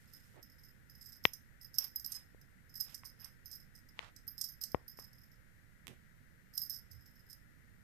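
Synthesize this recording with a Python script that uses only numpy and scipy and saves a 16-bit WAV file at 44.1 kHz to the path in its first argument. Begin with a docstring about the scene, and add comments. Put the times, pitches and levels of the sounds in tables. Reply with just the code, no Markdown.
"""Pellet bell on a ribbon wand

The wand is shaken in short bursts for a kitten, just right of a phone in a quiet room.
Each jerk throws the pellet against the shell; gentle sways make it tumble. The ribbons swish.
Now and then the wand taps the phone, mostly beside its left microphone."""
import sys
import numpy as np
from scipy import signal
from scipy.fft import rfft, irfft, next_fast_len
from scipy.io import wavfile
from scipy.ndimage import uniform_filter1d

SR = 44100
rng = np.random.default_rng(int(sys.argv[2]) if len(sys.argv) > 2 else 0)


def inscribe(sig):
    """Save sig as 16-bit PCM at rate SR to the path in sys.argv[1].

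    A 1-D sig is mono; a 2-D sig holds one channel per row.
    Samples are clipped to [-1, 1] before scaling.
    """
    pcm = np.round(np.clip(np.atleast_2d(sig).T, -1, 1) * 32767)
    wavfile.write(sys.argv[1], SR, pcm.astype(np.int16))


N = 345303

# noise floor per microphone: freq_hz, density_db
FLOOR_LEFT = [(130, -91.5), (230, -106), (700, -113), (1100, -113), (1380, -99), (1950, -95), (2500, -110),
              (3400, -117), (9000, -119), (14500, -116)]
FLOOR_RIGHT = [(130, -82.5), (250, -91.5), (380, -103), (520, -102), (700, -111), (1400, -114),
               (9000, -119.5), (14500, -117.5)]
# faint treble hiss fading at the start, ribbon sweeps, hand shifts, room echo after the 3.99 s tap:
# peak_s, sigma_s, level_db, centre_hz, sigma_octaves
NOISE_SWELLS = [(0.03, 0.39, -68.5, 4900, 2.7), (0.379, 0.02, -55.5, 296, 1.6),
                (1.83, 0.031, -56, 1540, 1.4), (2.151, 0.045, -63, 1700, 1.2),
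                (2.91, 0.04, -59.5, 1930, 1.54), (3.246, 0.031, -61.5, 1476, 0.9),
                (4.036, 0.036, -53, 1170, 1.25), (5.906, 0.031, -52, 127, 1.2),
                (6.963, 0.036, -51, 90.2, 0.47)]
# wand sways: start_s, end_s, mid_sway_contact_db
SWAYS = [(0.056, 0.262, -76), (0.454, 0.719, -73), (0.889, 1.158, -65.5), (1.207, 1.254, -59.5),
         (2.686, 2.95, -66), (3.515, 3.631, -65), (4.9, 5.058, -65.5), (5.096, 5.319, -72.5),
         (6.513, 6.673, -60), (6.894, 7.305, -76.5)]
# pellet throws: time_s, level_db, tick_rel_db (high if square, low if glancing), bounce_rel_db
STRIKES = [(0.134, -62, -8.5, -3.5), (0.427, -63, -10.5, -11.5), (0.634, -66.5, -14, -5),
           (1.012, -64, -3, 1), (1.059, -60, -11, 1.5), (1.121, -62.5, -5.5, -1.5), (1.251, -48, -19, -8),
           (1.334, -54, -8, -11), (1.612, -62.5, -7.5, 1.5), (1.645, -60.5, -12, -13.5),
           (1.741, -56.5, -8, -2.5), (1.7839, -36, -8, -22), (1.841, -47, -17, -14.5),
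           (1.9584, -42, -26.5, -19.5), (1.996, -55, -12, -10), (2.045, -53.5, -1.5, -15.5),
           (2.0618, -46, -26, -7.5), (2.118, -48.5, -2.5, -3.5), (2.413, -73.5, -10, -27),
           (2.753, -51, -14, 1), (2.801, -47, -6, -2.5), (2.808, -42, -19.5, -20.5), (2.945, -54.5, -3, -9),
           (3.051, -57, -4.5, -1.5), (3.197, -58.5, -19.5, 3.5), (3.244, -57, -4, -15),
           (3.457, -56, -17, -3.5), (3.513, -54.5, -5, 0), (3.751, -68.5, -2.5, 1.5),
           (3.887, -76, -1, -18.5), (4.163, -70, 4.5, -14), (4.2778, -47, -29, -7.5), (4.38, -54, -7.5, -6),
           (4.4121, -47.5, 0.5, -10.5), (4.441, -47, -9, -9), (4.488, -53, -26, -3), (4.613, -49, -10, -1),
           (4.636, -52.5, 3, -10.5), (4.717, -61, -9.5, -8), (4.879, -54, -25, -3), (4.989, -59.5, -8.5, 1),
           (6.55, -55, -28, -5.5), (6.5755, -42, -7, -9), (6.616, -44.5, -18, -1), (6.697, -44, -12.5, -1),
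           (6.745, -52, -12, -1.5), (6.912, -64.5, -5.5, -4.5), (7.058, -70, -8.5, -3),
           (7.298, -63, -3, 0.5), (7.329, -64.5, -4.5, -14)]
# shell modes: freq_hz, gain_db, t60_s
LOW_MODES = [(5082, 0, .07), (5140, -2, .03), (5430, -6, .025), (6170, -13, .04)]
HIGH_MODES = [(11750, -5, .05), (11830, -9, .025), (12915, 0, .05), (12970, -2, .028)]
# pellet contact spectrum: freq_hz, gain_db
TICK_SPECTRUM = [(3000, -3), (4400, -5.5), (5400, 5.5), (6900, -7), (8800, 1.5), (10700, -7), (12400, 2),
                 (13500, -3), (14600, -2.5)]
# room decay: freq_hz, t60_s
ROOM_DECAY = [(2000, .29), (14000, .23)]
# wand on phone: time_s, peak_db, highpass_hz, lowpass_hz, left_minus_right_db, room_rel_db
TAPS = [(1.2533, 0, 80.8, 3600, 17, -33), (2.347, -44.5, 50, 497, 29, -23.5),
        (3.035, -39.5, 1300, 1060, -10.5, -5), (3.992, -20, 480, 3800, 34, -25),
        (4.7465, -11.5, 63.5, 872, 23, -24.5), (4.989, -34, 70, 1213, 42, -7.5),
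        (5.870, -24, 800, 15200, -22.5, -8.5), (5.881, -26.5, 798, 15000, -27, -7)]
# phone casing response: freq_hz, gain_db
CASING = [(110, 0), (280, -2.5), (480, 1.5), (750, -3.5), (1050, 2), (1680, -6), (1900, 6), (2400, 4),
          (3400, 3.5), (4400, -5), (14000, -6)]


def amp(db):
    """Decibels to gain."""
    return 10 ** (np.asarray(db) / 20)


def unit_rms(x):
    """x at rms 1."""
    return x / np.sqrt(np.mean(x ** 2) + 1e-20)


def log_interp(points, hz):
    """(freq_hz, value) points read on a log axis."""
    freqs_hz, values = np.transpose(points)
    return np.interp(np.log(hz + 1), np.log(freqs_hz + 1), values)


def decay(t, t60_s):
    """Exponential, -60 dB at t60_s."""
    return np.exp(-np.log(1000) * t / t60_s)


def filtered(x, response):
    """x through the gain response(hz)."""
    size = next_fast_len(N + SR // 2)
    return irfft(rfft(x, size) * response(np.fft.rfftfreq(size, 1 / SR)), size)[..., :N]


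def impulse(response, size=2048):
    """Minimum-phase pulse with gain response(hz)."""
    cepstrum = irfft(np.log(np.maximum(response(np.fft.rfftfreq(size, 1 / SR)), 1e-6)))
    cepstrum[1:size // 2] *= 2
    cepstrum[size // 2 + 1:] = 0
    return irfft(np.exp(rfft(cepstrum)))


def add(track, start_s, sound):
    """Mix sound into track."""
    part = track[..., max(round(start_s * SR), 0):][..., :sound.shape[-1]]
    part += sound[..., :part.shape[-1]]


def background():
    """Room rumble and microphone hiss, with a band near 1.7 kHz on the left."""
    white = rng.standard_normal((2, N)) * np.sqrt(SR / 2)  # unit power per Hz
    return filtered(white, lambda hz: amp([log_interp(FLOOR_LEFT, hz), log_interp(FLOOR_RIGHT, hz)]))


def noise_swells(grain_db=3, left_db=-12, size=16384):
    """Soft, grainy swells of band noise: opening hiss, ribbon sweeps, hand shifts, one tap's echo."""
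    out = np.zeros((2, N))
    t = (np.arange(size) - size / 2) / SR
    hz = np.fft.rfftfreq(size, 1 / SR)
    for peak_s, sigma_s, level_db, centre_hz, sigma_octaves in NOISE_SWELLS:
        grain = amp(grain_db * unit_rms(uniform_filter1d(rng.standard_normal(size), size=128)))
        band = np.exp(-.5 * (np.log2((hz + 1) / centre_hz) / sigma_octaves) ** 2)
        noise = unit_rms(irfft(rfft(grain * rng.standard_normal((2, size))) * band))
        swell = np.exp(-.5 * (t / sigma_s) ** 2)
        add(out, peak_s + t[0], amp(level_db) * amp([[left_db], [0]]) * noise * swell)
    return out


def tumbles(gap_s=.042, edge_db=2.5, scatter_db=2, tick_db=-11.5, bounce_db=-4):
    """Uneven soft pellet hits that swell and fade with each sway; rows as in STRIKES."""
    hits = []
    for start_s, end_s, mid_db in SWAYS:
        count = max(round((end_s - start_s) / gap_s), 1)
        for k in range(count):
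            progress = (k + rng.random()) / count
            level_db = mid_db - edge_db * (2 * progress - 1) ** 2 + scatter_db * rng.standard_normal()
            hits.append((start_s + progress * (end_s - start_s), level_db, tick_db, bounce_db))
    return hits


def pellet_contacts(bounce_db, bounce_life_s=.016, skid_s=.0088, base_chatter_s=.004, count=6):
    """Times and forces as the pellet skids in, chatters on the shell and bounces away."""
    def forces(times_s, scatter_db=3):
        return amp(scatter_db * rng.standard_normal(len(times_s))) / np.sqrt(len(times_s))

    def dwindling(times_s, life_s):
        return forces(times_s) * unit_rms(np.sqrt(np.exp(-times_s / life_s)))

    # a glancing pellet rattles on, skids more and settles later
    chatter_s = base_chatter_s * (1 + min(amp(bounce_db), 2))
    skids_s = -skid_s * rng.random(count)
    chatters_s = chatter_s * (np.arange(count) + rng.random(count)) / count
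    bounces_s = np.e * bounce_life_s * rng.random(4 * count)
    skid = amp(-17 + bounce_db / 2) * forces(skids_s)
    chatter = dwindling(chatters_s, chatter_s / 2)
    bounce = amp(bounce_db) * dwindling(bounces_s, bounce_life_s)
    return np.r_[skids_s, chatters_s, chatter_s + bounces_s], np.r_[skid, chatter, bounce]


def jingle(low_db, tick_db, bounce_db, spot_db=3, detune=.0012, tick_t60_s=.013, size=6144, lead=512):
    """One hit: contacts ring the shell and tick. Returns the sound and its lead time in s."""
    t = np.arange(size) / SR
    delays_s, forces = pellet_contacts(bounce_db)
    indices = np.clip((delays_s * SR).astype(int) + lead, 0, size - 1)

    def struck(response):
        # each contact lands on a new spot and pushes a mode either way
        signs = np.sign(rng.standard_normal(len(indices)))
        blows = np.bincount(indices, forces * signs, size)
        return unit_rms(signal.fftconvolve(blows, response)[:size])

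    def ring(modes):
        shell = np.zeros(size)
        for hz, gain_db, t60_s in modes:
            gain = amp(gain_db + spot_db * rng.standard_normal())
            loaded_hz = hz * (1 + detune * rng.standard_normal())  # pellet loads the shell
            shell += gain * struck(np.sin(2 * np.pi * loaded_hz * t) * decay(t, t60_s))
        return unit_rms(shell)

    burst = rng.standard_normal(size) * decay(t, tick_t60_s)
    tick = signal.fftconvolve(burst, impulse(lambda hz: amp(log_interp(TICK_SPECTRUM, hz))))[:size]
    return ring(HIGH_MODES) + amp(low_db) * ring(LOW_MODES) + amp(tick_db) * struck(tick), lead / SR


def bell(hits, gain_db=-1.5, hardness_db=5, firm_db=-50, room_db=-10, left_db=-17, left_room_db=-11):
    """Pellet bell near the right microphone; the phone shades the left."""
    out = np.zeros((2, N))
    for time_s, level_db, tick_db, bounce_db in hits:
        # square blows wake the low modes; glancing and fast ones favour the high
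        low_db = 2 + .33 * tick_db - .08 * (level_db - firm_db)
        sound, lead_s = jingle(low_db, tick_db + hardness_db, bounce_db)
        sound *= amp(level_db + gain_db)
        reverb = amp(room_db) * room(sound, build_up_s=.004)
        add(out, time_s - lead_s, amp([[left_db], [0]]) * sound)
        add(out, time_s - lead_s, amp([[left_room_db], [0]]) * reverb)
    # a small shell barely radiates below its first mode
    return signal.sosfilt(signal.butter(6, 4250, "high", fs=SR, output="sos"), out)


def room(x, build_up_s):
    """Stereo reverberation: a fresh noise tail for each source position."""
    hz, t, spectra = signal.stft(rng.standard_normal((2, SR // 3)), SR, nperseg=256)
    swell = 1 - np.exp(-(t / build_up_s) ** 2)
    t60_s = log_interp(ROOM_DECAY, hz)[:, None]
    tail = signal.istft(spectra * swell * decay(t, t60_s), SR, nperseg=256)[1]
    return signal.fftconvolve(x[None], tail / np.linalg.norm(tail[0]), axes=1)


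def taps(radiate_hz=700, left_room_db=-8):
    """Wand on phone: one push through the casing per tap; softer contact loses treble."""
    direct, reverb = np.zeros((2, 2, N))
    for time_s, peak_db, highpass_hz, lowpass_hz, pan_db, room_db in TAPS:
        def response(hz):
            rolloff = np.sqrt((1 + (highpass_hz / (hz + 1)) ** 6) * (1 + (hz / lowpass_hz) ** 6))
            return amp(log_interp(CASING, hz)) / rolloff

        push = impulse(response, size=32768)
        push *= -amp(peak_db) / np.abs(push).max()
        add(direct, time_s, amp(np.minimum([[pan_db], [-pan_db]], 0)) * push)
        add(reverb, time_s, amp(room_db) * amp([[left_room_db], [0]]) * room(push, build_up_s=.0031))
    # the small casing sends little bass into the room
    return direct + filtered(reverb, lambda hz: 1j * hz / (radiate_hz + 1j * hz))


def scene():
    """Taps, noise swells and bell over the quiet room."""
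    return background() + taps() + noise_swells() + bell(STRIKES) + bell(tumbles())


def record(dry):
    """Phone: full-scale clip, then band limit."""
    cutoff_hz, transition_hz = 14700, 200
    clipped = np.clip(dry, -1, 1)
    return filtered(clipped, lambda hz: np.clip((cutoff_hz - hz) / transition_hz + .5, 0, 1))


dry = scene()
out = record(dry)
inscribe(out)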